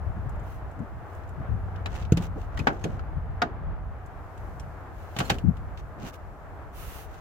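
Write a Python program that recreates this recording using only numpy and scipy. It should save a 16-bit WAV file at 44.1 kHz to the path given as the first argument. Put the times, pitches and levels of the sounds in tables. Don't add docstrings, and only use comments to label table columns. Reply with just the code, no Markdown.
import sys
import numpy as np
from scipy import signal
from scipy.fft import rfft, irfft
from scipy.io import wavfile
from scipy.ndimage import uniform_filter1d

SR = 44100
rng = np.random.default_rng(int(sys.argv[2]) if len(sys.argv) > 2 else 0)


def transcribe(u):
    v = np.clip(np.atleast_2d(u).T, -1, 1)
    q = np.round(v * 32767).astype(np.int16)
    wavfile.write(sys.argv[1], SR, q)


N = 317696
TIME_S = np.arange(N) / SR
RING_TIME_S = TIME_S[:SR // 2]
FREQ_HZ = np.maximum(np.fft.rfftfreq(N, 1 / SR), 1)


def undb(db):
    return 10 ** (np.asarray(db) / 20)


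def unit(x):
    return x / np.sqrt(np.mean(x ** 2))


def curve(points):
    return np.interp(TIME_S, *np.transpose(points))


def colour(points):
    hz, db = np.transpose(points)
    return undb(np.interp(np.log(FREQ_HZ), np.log(hz), db))


def band(low_hz, high_hz, order=6):
    return 1 / np.sqrt((1 + (low_hz / FREQ_HZ) ** (2 * order)) * (1 + (FREQ_HZ / high_hz) ** (2 * order)))


def resonances(peaks):
    return undb(sum(db / (1 + (2 * (FREQ_HZ - hz) / width) ** 2) for hz, width, db in peaks))


def noise(gain, correlation):
    mid, side = rfft(rng.standard_normal((2, N))) * gain
    correlation = np.clip(correlation, -0.9, 0.99)
    mid = irfft(mid * np.sqrt(1 + correlation), N)
    side = irfft(side * np.sqrt(1 - correlation), N)
    return np.array([mid + side, mid - side]) / np.std(mid)


def pan(left_db):
    gains = undb(np.array([[left_db], [-left_db]]) / 2)
    return gains / gains.mean()


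def wander(rate_hz):
    hold = int(SR / rate_hz)
    steps = np.repeat(rng.standard_normal(N // hold + 1), hold)
    return unit(uniform_filter1d(steps, hold)[:N])


def add(out, start_s, sound):
    i = int(start_s * SR)
    out[:, i:i + sound.shape[1]] += sound[:, :N - i]


def burst(source, start_s, db, t60_s, rise_s, tail_db=-20, tail_stretch=3.7):
    t = RING_TIME_S
    fade = undb(-60 * t / t60_s) + undb(tail_db - 60 * t / (t60_s * tail_stretch))
    x = source[:, int(start_s * SR):][:, :len(t)] * fade * (1 - np.exp(-t / rise_s))
    return undb(db) * x * np.linalg.norm(fade) / np.linalg.norm(x.mean(0))


def ring(modes, rise_s=0.00043):
    t, out = RING_TIME_S, 0
    for hz, db, t60_s in modes:
        phase = 2 * np.pi * (rng.random() + min(hz / 4000, 0.5) * rng.random((2, 1)))
        out = out + undb(db - 60 * t / t60_s) * np.sin(2 * np.pi * hz * t + phase)
    return out * (1 - np.exp(-t / rise_s))


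def hiss(gain_db=3):
    # time in seconds, level in dB before gain.
    levels = [(0.0, -79.5), (2.67, -80), (3.75, -85), (4.46, -75), (5.0, -79)]
    spectrum = colour([(7000, 2.5), (9500, -3), (13000, 4.5)]) * band(3500, 13000)
    return noise(spectrum, 0) * undb(curve(levels) + gain_db) * pan(-3.5)


def engine(hum_hz=92.8, hum_gain_db=1, drone_db=-45.5, fall_db_per_s=0.36):
    # time in seconds, level in dB before gain.
    hum_levels = [(0.0, -43), (1.0, -48.5), (2.15, -36.5), (2.32, -44), (3.85, -42.5), (4.11, -51),
                  (5.41, -49), (6.36, -62), (6.88, -49.5), (7.2, -55)]
    # frequency in Hz, density in dB.
    drone_spectrum = [(150, -28), (250, -1), (414, -4), (460, -3), (538, -5), (651, -1), (816, -5.5),
                      (1120, -6.5), (1640, -10.5), (2130, -18), (3910, -35.5), (6940, -45.5), (9830, -63),
                      (13700, -35), (16000, -52)]
    # centre in Hz, width in Hz, boost in dB.
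    drone_peaks = [(730, 34, 1.5), (827, 160, 3.5), (1284, 400, 2.5)]
    phase = 2 * np.pi * np.cumsum(hum_hz + 1.278 * wander(6.7)) / SR
    hum = unit(np.sin(phase)) * undb(curve(hum_levels) + hum_gain_db + 1.5 * wander(8.2))
    correlation = np.interp(FREQ_HZ, [500, 1200, 2500], [0.8, 0.5, 0.05])
    drone = noise(colour(drone_spectrum) * resonances(drone_peaks) * band(258, 5000, order=3), correlation)
    drone *= undb(drone_db - fall_db_per_s * TIME_S + wander(12))
    return hum * pan(1.5) + drone * pan(1)


def wind(gain_db=7, gust_db=2.1):
    # frequency in Hz, density in dB.
    spectrum = [(12, -37), (20, -10), (49, 0), (74, -1), (97, -6), (119, -10), (177, -14.5), (211, -20.5),
                (366, -38.5), (400, -33), (520, -66), (880, -120)]
    # time in seconds, level in dB before gain.
    levels = [(0.0, -43), (0.98, -48), (2.04, -41.5), (5.05, -48.5), (5.55, -42.5), (5.81, -48),
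              (6.72, -53.5), (6.96, -51), (7.2, -51.5)]
    correlation = np.interp(FREQ_HZ, [35, 120], [0.1, 0.65])
    rumble = noise(colour(spectrum) * band(24, 360, order=4), correlation)
    return rumble * undb(curve(levels) + gain_db + gust_db * wander(11)) * pan(1.4)


def puffs(band_ratio=1.59, centred_db=-36.5):
    # centre in seconds, level in dB, half length in seconds, band centre in Hz.
    eddies = [(0.085, -25, 0.018, 56), (0.18, -33, 0.012, 100), (0.266, -31.5, 0.014, 104),
              (0.813, -32, 0.021, 166), (1.401, -31.5, 0.02, 96), (1.533, -26.5, 0.035, 83.4),
              (2.374, -36, 0.011, 315), (2.616, -27, 0.0091, 107), (3.177, -26.5, 0.011, 81),
              (5.45, -22, 0.0096, 133), (5.487, -16.5, 0.016, 93), (6.039, -38.5, 0.038, 168),
              (6.906, -38.5, 0.049, 50)]
    out = np.zeros((2, N))
    for centre_s, db, half_s, hz in eddies:
        swell = np.exp(-((TIME_S - centre_s) / half_s) ** 2 / 2)
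        eddy = noise(band(hz / band_ratio, hz * band_ratio, order=4), 0.56) * swell
        out += undb(db) * unit(eddy) * np.sqrt(np.mean(swell ** 2)) * pan(db - centred_db)
    return out


def rubbing(edge_s=0.098, flicker_db=1, body_db=-8, grain_db_per_db=0.1976):
    # start and end in seconds, level in dB, brightness in dB.
    strokes = [(.41, 0.61, -65, -3.5), (1.04, 1.248, -72, -3.5), (1.875, 2.064, -56, -17),
               (2.194, 2.283, -52.5, -12), (2.347, 2.48, -64, -11), (2.512, 3.015, -65.5, -14.5),
               (4.908, 5.45, -66.5, -5.5), (5.14, 5.37, -53.5, -11), (5.765, 5.816, -59, -14),
               (5.979, 6.09, -57, -15), (6.044, 6.114, -50, -10.5), (6.122, 6.17, -56.5, -8),
               (6.723, 7.076, -53.5, -1), (7.05, 7.245, -63, -9)]
    # frequency in Hz, density in dB.
    cloth_spectrum = [(1400, 4), (2150, -0.5), (2460, -1), (2830, -1), (3300, -3), (5000, -7.5), (6200, -6),
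                      (8700, -8.5)]
    # centre in Hz, width in Hz, boost in dB.
    upholstery_peaks = [(2770, 370, 4), (6300, 900, 2), (13500, 3500, 4.5)]
    creak = resonances(upholstery_peaks)
    treble = noise(colour(cloth_spectrum) * creak * band(910, 7500), -0.072) * pan(-1.1)
    top = noise(creak * band(8100, 24000), 0) * pan(-9.5)
    body = noise(band(200, 840, order=2), 0.51) * undb(body_db)
    out, catch = np.zeros((2, N)), wander(350)
    for start_s, end_s, db, bright_db in strokes:
        span = slice(int(start_s * SR), int(end_s * SR))
        t = TIME_S[span]
        ramp = np.minimum(t - start_s, end_s - t) / min(edge_s, (end_s - start_s) / 2)
        contact = np.sin(np.pi / 2 * np.clip(ramp, 0, 1))
        grain_db = -grain_db_per_db * bright_db * catch[span]
        friction = undb(-bright_db) * body[:, span] + treble[:, span] + undb(bright_db) * top[:, span]
        out[:, span] += undb(db + grain_db) * contact * friction
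    return out * undb(flicker_db * wander(1500))


def ticks(treble, top, t60_s=0.045, rise_s=0.0005, walk_s=1.3, grit_count=12):
    # start in seconds, treble level in dB, top band against treble in dB.
    contacts = [(0.293, -69, 7), (1.2346, -64, -12), (1.759, -53.5, -19), (1.956, -48.5, -8),
                (2.0223, -50, -24), (2.0506, -50.5, -21), (2.1205, -37.5, -7.5), (2.2233, -48.5, -8),
                (2.9926, -53.5, -22), (4.0602, -70.5, 8.5), (4.376, -59, -5), (4.597, -52, -2),
                (5.2964, -32.5, -13), (5.3414, -55, -6), (5.384, -47.5, -8.5), (5.5683, -57.5, -10),
                (5.7737, -51.5, -18), (6.0212, -55, -14)]
    grit = [(when * walk_s, -73.5 + 5 * (2 * size - 1), 2.5) for when, size in rng.random((grit_count, 2))]
    out = np.zeros((2, N))
    for start_s, db, bright_db in contacts + grit:
        add(out, start_s, burst(treble, start_s, db, t60_s, rise_s))
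        add(out, start_s, burst(top, start_s, db + bright_db, t60_s, rise_s))
    return out


def metalwork(stay_s=3.4195, stay_db=-18.5, loose_s=5.251, ping_t60_s=0.028):
    # frequency in Hz, level in dB (stay: relative to stay_db), t60 in seconds.
    stay_modes = [(700, -0.5, 0.098), (733, 1, 0.073), (1235, -2, 0.074), (1435, -2.5, 0.059),
                  (1990, -14.5, 0.059), (3470, -11.5, 0.036), (3830, -12, 0.053), (4480, -11.5, 0.024),
                  (4820, -14, 0.036), (5390, -11.5, 0.026)]
    loose_modes = [(4230, -42.5, 0.1), (7300, -49, .09), (11150, -46, 0.13)]
    # start in seconds, frequency in Hz, level in dB.
    pings = [(1.860, 3940, -28), (1.860, 2440, -31.5), (2.122, 6550, -29.5), (2.123, 1455, -30),
             (2.576, 1900, -29), (2.599, 2520, -29), (2.839, 6340, -34.5), (2.994, 1320, -30.5),
             (4.598, 5670, -42), (5.305, 2730, -25), (5.385, 2840, -37)]
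    out = np.zeros((2, N))
    add(out, stay_s, undb(stay_db) * ring(stay_modes))
    add(out, loose_s, ring(loose_modes))
    for start_s, hz, db in pings:
        add(out, start_s, ring([(hz, db, ping_t60_s)]))
    return out


def latch_release(start_s=2.1203, gain_db=-5.5, seal_cutoff_hz=486):
    # frequency in Hz, relative level in dB, t60 in seconds.
    panel_modes = [(87, -11, 0.2), (131, 0, 0.069), (172, -14.5, 0.38), (311, -14, 0.07), (438, -8, 0.021),
                   (684, -2, 0.15)]
    out, t = np.zeros((2, N)), RING_TIME_S
    panel = sum(undb(db - 60 * t / t60_s) * np.cos(2 * np.pi * hz * t) for hz, db, t60_s in panel_modes)
    thump = signal.sosfilt(signal.butter(10, seal_cutoff_hz, fs=SR, output="sos"), panel)
    add(out, start_s, undb(gain_db) * thump[None])
    return out


def door(rise_s=0.0013, hand_damping=0.92):
    # start in seconds, level in dB, weight in dB, bare sheet metal clack in dB.
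    blows = [(1.858, -38.5, -4, 1.5), (2.171, -36, 1.5, -8), (2.573, -42, -5, 0), (2.59, -40, 2, -4),
             (2.67, -29.5, 2.5, 9), (2.84, -36.5, 3.5, -6), (3.418, -31, 0.5, 6), (5.164, -39, -0.5, -1),
             (5.187, -29, -8.5, -10.5), (5.202, -33.5, -2, 3.5), (5.299, -23, -4, -1)]
    # frequency in Hz, density in dB.
    shell_spectrum = [(47, -29), (80, 5), (217, 1.5), (563, -7.5), (802, 3.5), (1000, -7), (1560, -1.5),
                      (2080, -15.5), (3030, -17), (3320, -20.5), (3870, -22), (7050, -33.5), (9400, -54),
                      (14600, -44), (16000, -48)]
    # low and high edge in Hz, t60 in seconds before damping, left-right correlation.
    shell_bands = [(98, 226, 0.21, 1), (244, 567, 0.25, 0.69), (602, 2460, 0.09, -0.31),
                   (2280, 17000, 0.052, -0.0038), (8860, 10800, 0.043, 0)]
    # offset in dB, dB per dB of weight, dB per dB of clack.
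    band_feeds = [(1, 1, -0.72), (0, 1.86, 0), (0, 0, 1), (0, 0, 0), (-14.5, 0, -0.7)]
    # frequency in Hz, relative level in dB, t60 in seconds before damping.
    shell_modes = [(168, 2.5, 0.11), (255, -25.5, 0.87), (408, -1.5, 0.049), (692, -25, 0.73),
                   (837, 7.5, 0.025), (1126, -3, 0.089), (1490, -22, .09), (1855, -6, 0.086),
                   (2263, -4.5, 0.066), (2530, -16, 0.085), (3020, -27, 0.21), (4350, -26, 0.046),
                   (7050, -8.5, 0.045)]
    shell = [noise(colour(shell_spectrum) * band(low_hz, high_hz), correlation)
             for low_hz, high_hz, _, correlation in shell_bands]
    shell[-1] *= pan(-1.5)
    log_centres = [np.log(low_hz * high_hz) / 2 for low_hz, high_hz, _, _ in shell_bands]
    out = np.zeros((2, N))
    for start_s, blow_db, weight_db, clack_db in blows:
        feeds_db = [db + heavy * weight_db + bare * clack_db for db, heavy, bare in band_feeds]
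        clack = sum(burst(source, start_s, db, t60_s * hand_damping, rise_s)
                    for source, db, (_, _, t60_s, _) in zip(shell, feeds_db, shell_bands))
        modes = [(hz, db + np.interp(np.log(hz), log_centres, feeds_db), t60_s * hand_damping)
                 for hz, db, t60_s in shell_modes]
        add(out, start_s, undb(blow_db) * (clack + ring(modes)) * pan(0.2))
    return out + ticks(treble=shell[-2], top=shell[-1])


def scene():
    return door() + latch_release() + metalwork() + rubbing() + puffs() + wind() + engine() + hiss()


def record(dry, cutoff_hz=15950):
    return signal.sosfilt(signal.ellip(10, 0.2, 70, cutoff_hz, fs=SR, output="sos"), dry)


dry = scene()
out = record(dry)
transcribe(out)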